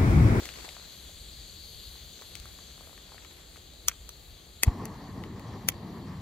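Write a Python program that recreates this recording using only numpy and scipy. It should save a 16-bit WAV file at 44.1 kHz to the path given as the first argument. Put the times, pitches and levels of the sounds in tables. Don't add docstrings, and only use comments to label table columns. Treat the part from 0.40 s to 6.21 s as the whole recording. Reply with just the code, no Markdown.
import sys
import numpy as np
from scipy import signal
from scipy.fft import rfft, irfft, next_fast_len
from scipy.io import wavfile
from scipy.ndimage import uniform_filter1d

SR = 44100
rng = np.random.default_rng(int(sys.argv[2]) if len(sys.argv) > 2 else 0)


def waveform_to_disk(signal):
    frames = np.transpose(np.atleast_2d(signal))
    scaled = np.clip(frames, -1, 1) * 32767
    samples = np.round(scaled).astype(np.int16)
    wavfile.write(sys.argv[1], SR, samples)


def voltage_ratio(level):
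    return 10 ** (np.asarray(level, float) / 20)


N = 256220
TIME = np.arange(N) / SR
HZ = np.fft.rfftfreq(next_fast_len(N, True), 1 / SR) + 1


def curve(rows):
    s, *columns = np.transpose(rows)
    return [np.interp(TIME, s, column) for column in columns]


def across(rows, hz):
    at, value = np.transpose(rows)
    return np.interp(np.log(hz), np.log(at), value)


def unit(x):
    return x / np.sqrt(np.mean(x ** 2))


def walk(rate):
    k = int(SR / rate)
    steps = np.repeat(rng.standard_normal(3000)[:N // k + 1], k)
    return unit(uniform_filter1d(uniform_filter1d(steps, k), k)[:N])


def pair(gain, like, lag_s=0.):
    real, imag = rng.standard_normal((2, 3, len(HZ)), dtype=np.float32)
    shared, left, right = real + 1j * imag
    like = np.clip(like, 0, 1)
    late = np.exp(-2j * np.pi * HZ * lag_s)
    common = np.sqrt(like) * shared * np.array([late ** 0, late])
    own = np.sqrt(1 - like) * np.array([left, right])
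    return irfft(gain * (common + own))[:, :N]


def octaves(colour, like, count, low_hz):
    gain = voltage_ratio(across(colour, HZ)) * (HZ < colour[-1][0])
    for hz in low_hz * 2. ** np.arange(count):
        window = np.cos(np.pi / 2 * np.clip(np.log2(HZ / hz), -1, 1))
        yield hz, pair(gain * window, across(like, HZ))


def add(out, s, sound, pan_db, late_s):
    rows = np.atleast_2d(sound)
    for side in range(2):
        i = int(s * SR) + side * round(late_s * SR)
        row = rows[-side]
        out[side, i:i + len(row)] += row[:N - i] * voltage_ratio(pan_db * (.5 - side))


def jet():
    # t/s, hiss level/dB, fizz above 5 kHz against the hiss/dB
    hiss_levels = [(0.0, -49, -2), (.47, -50.5, -4.5), (1.52, -49.5, -4), (2.02, -53.5, -3), (3.0, -55, -3),
                   (4.27, -56.5, -2), (4.33, -61.5, -1.5), (4.6, -60.5, -2.5), (5.0, -60, -4),
                   (5.81, -61.5, -3)]
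    # f/Hz, width/Hz, relative level/dB, left minus right/dB, likeness of the ports/0-1
    burner = [(2300, 2300, -13.5, 0, 0.53), (3403, 700, -0.5, 3.5, 0.95), (4010, 680, 1, 7.5, 0.72),
              (4462, 504, 2.5, 7, 0.72), (5550, 290, -19, 4, 0.8), (6374, 600, -7.5, 5.5, 0.43),
              (7260, 740, -5.5, 4.5, 0), (8740, 2700, -15.5, -2, 0.05), (11630, 2140, -13.5, 9, 0.85),
              (14500, 1800, -14.5, 5.5, .4)]
    tube, fizz = 0, 0
    sway = walk(3.03)
    for hz, width, db, pan_db, like in burner:
        ring = 1 / (1 + ((HZ - hz) / (width / 2)) ** 2)
        sides_db = np.array([[pan_db], [-pan_db]]) / 2
        flicker_db = .5 * sway + 1.42 * walk(14.)
        band = voltage_ratio(db + flicker_db + sides_db) * pair(ring, like, lag_s=.00002)
        if hz < 5000:
            tube = tube + band
        else:
            fizz = fizz + band
    hiss_db, fizz_db = curve(hiss_levels)
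    return (unit(tube) + unit(fizz) * voltage_ratio(fizz_db)) * voltage_ratio(hiss_db)


def flame():
    # f/Hz, relative level/dB per Hz
    roar_colour = [(24, -45), (40, -38), (65, -8.5), (100, 3.5), (150, -1.5), (190, 2.5), (437, -13),
                   (550, -24.5), (1100, -21), (1470, -38), (1850, -29), (3000, -50.5), (3550, -74),
                   (4470, -43.5), (6000, -45.5), (7800, -81), (13200, -120)]
    # f/Hz, likeness of the ports/0-1
    roar_like = [(100, 0.99), (300, 0.99), (640, 0.98), (1400, 0.76), (4000, 0.8)]
    # t/s, low roar level/dB before the flare, rush level/dB
    burning_levels = [(4.3, -44, -45.5), (4.38, -43, -49), (4.44, -39, -42.5), (4.5, -42, -50),
                      (4.63, -45.5, -52), (4.72, -42.5, -52.5), (4.87, -39.5, -51), (4.95, -40.5, -54.5),
                      (5.06, -42.5, -50.5), (5.16, -38.5, -48), (5.26, -39.5, -53), (5.37, -42.5, -50.5),
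                      (5.55, -39.5, -52), (5.7, -42, -51.5), (5.81, -43.5, -50.5)]
    catch_s, catch_rise_s = 4.252, 0.012
    flare_s, flare_db = 0.065, 8
    roar, rush = 0, 0
    puffs = walk(22.003)
    for hz, band in octaves(roar_colour, roar_like, count=8, low_hz=45.4):
        if hz < 500:
            roar = roar + band * voltage_ratio(0.83 * puffs + 1.2 * walk(25.) + 1.55 * walk(7.))
        else:
            rush = rush + band * voltage_ratio(1.5 * puffs + 2.2 * walk(40.))
    since = np.maximum(TIME - catch_s, 0)
    roar_db, rush_db = curve(burning_levels)
    flaring_db = flare_db * np.exp(-since / flare_s)
    burning = unit(roar) * voltage_ratio(roar_db + flaring_db) + unit(rush) * voltage_ratio(rush_db)
    return burning * voltage_ratio(np.array([[.6], [-.6]])) * np.minimum(since / catch_rise_s, 1)


def thump():
    # t of the crest/s, f at the crest on its early side/Hz and late side/Hz, rise/s, fall/s,
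    # then the time from the crest in which the mean pitch halves, early/s and late/s
    ignition = (4.2827, 139, 69, .0082, .0078, .0125, .05)
    thump_db, edge_db = -9, -27
    lag_s = 0.00017
    s, early_hz, late_hz, rise, fall, early_sag, late_sag = ignition
    t = TIME - s - lag_s * np.array([[-.5], [.5]])
    pitch_hz = np.where(t < 0, early_hz, late_hz)
    sag = np.where(t < 0, early_sag, late_sag)
    swing = np.cos(2 * np.pi * pitch_hz * t / (1 + np.abs(t) / sag))
    body = swing * np.exp(-np.where(t < 0, (t / rise) ** 2, t / fall))
    edge_colour = 1 / (1 + ((HZ - 930) / 330) ** 2) ** 2 + 0.16 / (1 + ((HZ - 2200) / 900) ** 2)
    edge = unit(pair(edge_colour, 0.98)) * np.exp(-((t + 0.0021) / 0.0049) ** 2)
    return voltage_ratio(thump_db) * (body * voltage_ratio(np.array([[.4], [-.4]])) + voltage_ratio(edge_db) * edge)


def blows():
    swell_gap_s, swell_db, swell_grows_db = .0008, -20.5, 1.66
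    chatter_gap_s, chatter_db = 0.000885, -14
    rebound_s, rebound_gap_s, knocks_apart_s = .0105, .0215, .003
    rebound_db, rebound_fades_db = -24.5, 7.5
    rebound_tilt_db = -2.5
    before, chatter, knock = np.arange(22, 0, -1), np.arange(3), np.arange(6)
    uneven = rng.random(len(before)) / 2
    rebound = knock // 2
    # s from the snap, dB, tilt dB per octave
    swell = [-swell_gap_s * (before - uneven), swell_db - swell_grows_db * (before - 1), 0 * before]
    strikes = [chatter_gap_s * chatter, chatter_db * chatter, 0 * chatter]
    knocks = [rebound_s + rebound_gap_s * rebound + knocks_apart_s * (knock % 2),
              rebound_db - rebound_fades_db * rebound, rebound_tilt_db * (rebound + 1)]
    return np.concatenate([np.transpose(swell), np.transpose(strikes), np.transpose(knocks)])


def lighter():
    # t/s, level over a tenth of a second/dB, right port late/ms, tilt/dB per octave
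    snaps = [(3.483, -28.5, 0.115, 0.9), (3.691, -51.5, .11, 0), (4.2329, -28, .1, 0.5),
             (4.4537, -50, .04, 3), (5.2862, -29.5, .46, 1)]
    # f/Hz, width/Hz, then relative level left/dB and right/dB for the first, second and third grip
    body_rings = [(260, 270, -6, -7, 15, 8.5, 3.4, 0), (600, 630, -3, 1, 8.8, -3, 9.7, -13),
                  (1250, 430, 8, 12.5, 2.4, 8, 13.6, 3), (1964, 390, 9, 6.5, 19.5, 10, 8.9, 10),
                  (2280, 230, 2, 10, 9, 7, 7, 16.5), (2590, 390, 6, 5, 13.7, 9, 1, 9),
                  (3270, 530, 13, 14, 7.8, 9.5, 13, 14.5), (4680, 800, 10.5, 2, 12.8, 7, 7.2, -11),
                  (5910, 670, 18.5, 16, 11, 15, 13, 10), (6720, 550, 13, 8, 11, 13, 12, 1),
                  (7740, 1040, 1, 11.5, 7, 7, 2.2, 2), (8660, 910, 1, 8, 6, 9.5, 2.6, -5),
                  (9880, 1200, 10, 1, 8.1, -2, 5.3, -8), (11000, 870, 4, 0, 12.5, 8, 14, 1),
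                  (12840, 1400, 12, 5, 11, 0, 9.2, 6), (14800, 1000, 12, 5, 3, 8, 11.4, 2)]
    rattle_s, rattle_db = 0.0048, -30.5
    rings_within_s = .0012
    out, hits = np.zeros((2, N)), blows()
    first_s = hits[0][0]
    hz = np.fft.rfftfreq(4096, 1 / SR) + 1
    octave = np.log2(hz / 3000)
    f, width, *grips = np.transpose(body_rings)
    detune = hz / f[:, None] - f[:, None] / hz
    rings = 1 / (1 + 1j * detune * (f / width)[:, None]) ** 2
    chance = rng.random((len(snaps), len(hits), 3, len(body_rings)))
    fading = voltage_ratio(rattle_db) * np.exp(-np.arange(4096) / SR / rattle_s)
    for k, ((s, db, late_ms, tilt_db), draws) in enumerate(zip(snaps, chance)):
        grip_db = np.reshape(grips, (-1, 2, len(f)))[k // 2]
        snap = np.zeros((2, len(hz)), complex)
        for (after, blow_db, soft_db), (lag, turn, skew) in zip(hits, draws):
            phase = 2 * np.pi * turn + 0.71 * (skew - .5) * np.array([[1], [-1]])
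            reached = np.exp(-2j * np.pi * hz * rings_within_s * lag[:, None])
            body = (voltage_ratio(grip_db) * np.exp(1j * phase)) @ (rings * reached)
            body = body * (1 + rfft(fading * rng.standard_normal((2, len(fading)))))
            delay = np.exp(-2j * np.pi * hz * (after - first_s))
            snap += voltage_ratio(blow_db + (tilt_db + soft_db) * octave) * delay * body
        snap = irfft(snap * (hz / (hz - 180j)) ** 2)
        add(out, s + first_s, voltage_ratio(db) * unit(snap), 0, late_ms / 1000)
    return out


def faint(count):
    from_s, to_s, mid_db, mid_hz = 1.8, 2.7, -48, 800
    when, size, pitch, pan = rng.random((count, 4)).T
    return np.transpose([from_s + (to_s - from_s) * when, mid_db + 6 * (size - .5),
                         mid_hz * 2 ** (1.4 * (pitch - .5)), 7 * pan, np.full(count, -19.)])


def crackles():
    # t/s, peak level before panning/dB, f/Hz, left minus right/dB, crisp edge against the knock/dB
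    crackle_rows = [(0.02, -38.5, 348, 1, -29), (0.055, -20, 2140, 6.5, -2), (0.089, -26, 2580, 5, -22),
                    (0.138, -31, 2700, 8, -12), (0.224, -42, 2000, 6, -15), (0.249, -40.5, 1140, 16, -23),
                    (0.28, -38, 690, 4, -29), (0.289, -26.5, 2940, 7, -16), (0.348, -38, 1500, 7, -4),
                    (0.366, -37, 880, 2, -31), (0.693, -45, 540, 4, -23.5), (1.555, -46, 1000, 4, -19.5),
                    (1.813, -30.5, 497, 1, -13), (1.82, -34.5, 1250, 5, -14), (1.953, -22, 2870, 11, -1),
                    (1.999, -31, 2920, 15, 13), (2.055, -30.5, 1230, .5, -11.5),
                    (2.188, -40.5, 1160, 10, -17.5), (2.378, -41, 810, 14, -17), (2.408, -41, 650, 6, -24),
                    (2.472, -42.5, 800, 7, -27), (2.494, -43, 895, 7, -17), (2.529, -41, 859, -1, -17),
                    (2.577, -37, 1800, 4, -12), (2.719, -39.5, 850, 1, -25), (2.744, -40.5, 778, -1, -21.5),
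                    (2.78, -37.5, 1690, 7, -25), (2.847, -33.5, 2900, 9, -12), (2.849, -42, 1250, 6, -22),
                    (3.159, -42.5, 1350, 10, -25), (3.168, -37, 2100, 10, -8), (3.175, -40.5, 705, 4, -16),
                    (3.335, -38, 600, 4, -11), (3.494, -28, 1800, 1, -25), (3.5135, -32, 1880, 1, -27),
                    (3.5175, -42, 1800, 3, -25), (4.067, -43.5, 487, 2.5, -19),
                    (4.8369, -31.5, 2440, 5.5, -22), (4.838, -36.5, 1370, 11, -25),
                    (4.995, -35, 1840, 11, -9)]
    scuff_s, scuff_db = 0.019, -33.5
    out = np.zeros((2, N))
    hz = np.fft.rfftfreq(1024, 1 / SR) + 1
    fading = voltage_ratio(scuff_db) * np.exp(-np.arange(1024) / SR / scuff_s)
    rows = np.concatenate([crackle_rows, faint(count=7)])
    chance = rng.random((len(rows), 3))
    for (s, db, pitch_hz, pan_db, edge_db), (slip, turn, late) in zip(rows, chance):
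        knock = 1 / (1 + 0.95j * (hz / pitch_hz - pitch_hz / hz)) ** 2
        edge = voltage_ratio(edge_db) / (1 + .7j * (hz / 6000 - 6000 / hz))
        slip_s = 0.00055 + 0.00086 * slip
        blow_and_slip = np.sign(turn - .5) * (1 - 0.4 * np.exp(-2j * np.pi * hz * slip_s))
        scuff = 1 + rfft(fading * rng.standard_normal(len(fading)))
        crack = irfft(blow_and_slip * scuff * (knock + edge))
        add(out, s + 0.00092, voltage_ratio(db) * crack / np.abs(crack).max(), pan_db, 0.000094 * late)
    return out


def sleeve():
    # start t/s, length/s, rustle level/dB
    stroke_rows = [(-.1, 0.33, -49.5), (1.724, 1.3, -60.5)]
    # f/Hz, relative level/dB per Hz
    cloth_colour = [(250, 10), (500, 7.5), (1000, 2.5), (2000, 3), (4000, -1), (8000, -2.5), (15000, -68)]
    attack_s, release_s = 0.042, 0.23
    grains = voltage_ratio(3.0 * walk(300.) + 1.5 * walk(25.))
    cloth = pair(voltage_ratio(across(cloth_colour, HZ)) * HZ / (HZ + 200), 0.35, lag_s=.0001)
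    strokes = 0
    for s, length, db in stroke_rows:
        swell = np.clip((TIME - s) / attack_s, 0, 1)
        die_away = np.exp(-np.maximum(TIME - s - length, 0) / release_s)
        strokes = strokes + voltage_ratio(db) * swell * die_away
    return unit(cloth * grains) * strokes * voltage_ratio(np.array([[2.2], [-2.2]]))


def air():
    # f/Hz, relative level/dB per Hz
    air_colour = [(15, -33), (25, -12.5), (66, 2.5), (102, -9.5), (175, -14), (243, -21), (386, -19),
                  (728, -24.5), (991, -31), (1130, -27), (1320, -30), (2500, -29.5), (3250, -28),
                  (5500, -120)]
    # f/Hz, likeness of the ports/0-1
    air_like = [(60, 0.86), (130, 0.97), (290, 0.89), (640, 0.34), (1400, 0.21)]
    # t/s, level/dB
    rumble_levels = [(0, -53), (.15, -52.5), (.45, -56.5), (.8, -53), (1.55, -51.5), (1.85, -56.5),
                     (2.0, -47.5), (2.3, -53.5), (2.44, -53), (2.6, -55.5), (3.3, -55), (3.67, -53.5),
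                     (3.8, -56), (3.93, -49), (4.0, -57), (4.3, -53), (5.81, -53)]
    wash_db, lump_db = -58.5, 0.5
    rumble, wash = 0, 0
    for hz, band in octaves(air_colour, air_like, count=8, low_hz=25.8):
        if hz < 150:
            rumble = rumble + band * voltage_ratio(0.64 * walk(13.0))
        else:
            wash = wash + band * voltage_ratio(0.47 * walk(8.3))
    lumps = voltage_ratio(curve(rumble_levels)[0] + lump_db * walk(4.67))
    return (unit(rumble) * lumps + unit(wash) * voltage_ratio(wash_db)) * voltage_ratio(np.array([[.6], [-.6]]))


def scene():
    return jet() + flame() + thump() + lighter() + crackles() + sleeve() + air()


def band_limit(x):
    return signal.sosfilt(signal.butter(12, 16650, fs=SR, output="sos"), x)


def record(dry):
    top_hz = 15600
    dull = signal.sosfilt(signal.butter(12, top_hz, fs=SR, output="sos"), dry)
    return band_limit(dull)


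dry = scene()
out = record(dry)
waveform_to_disk(out)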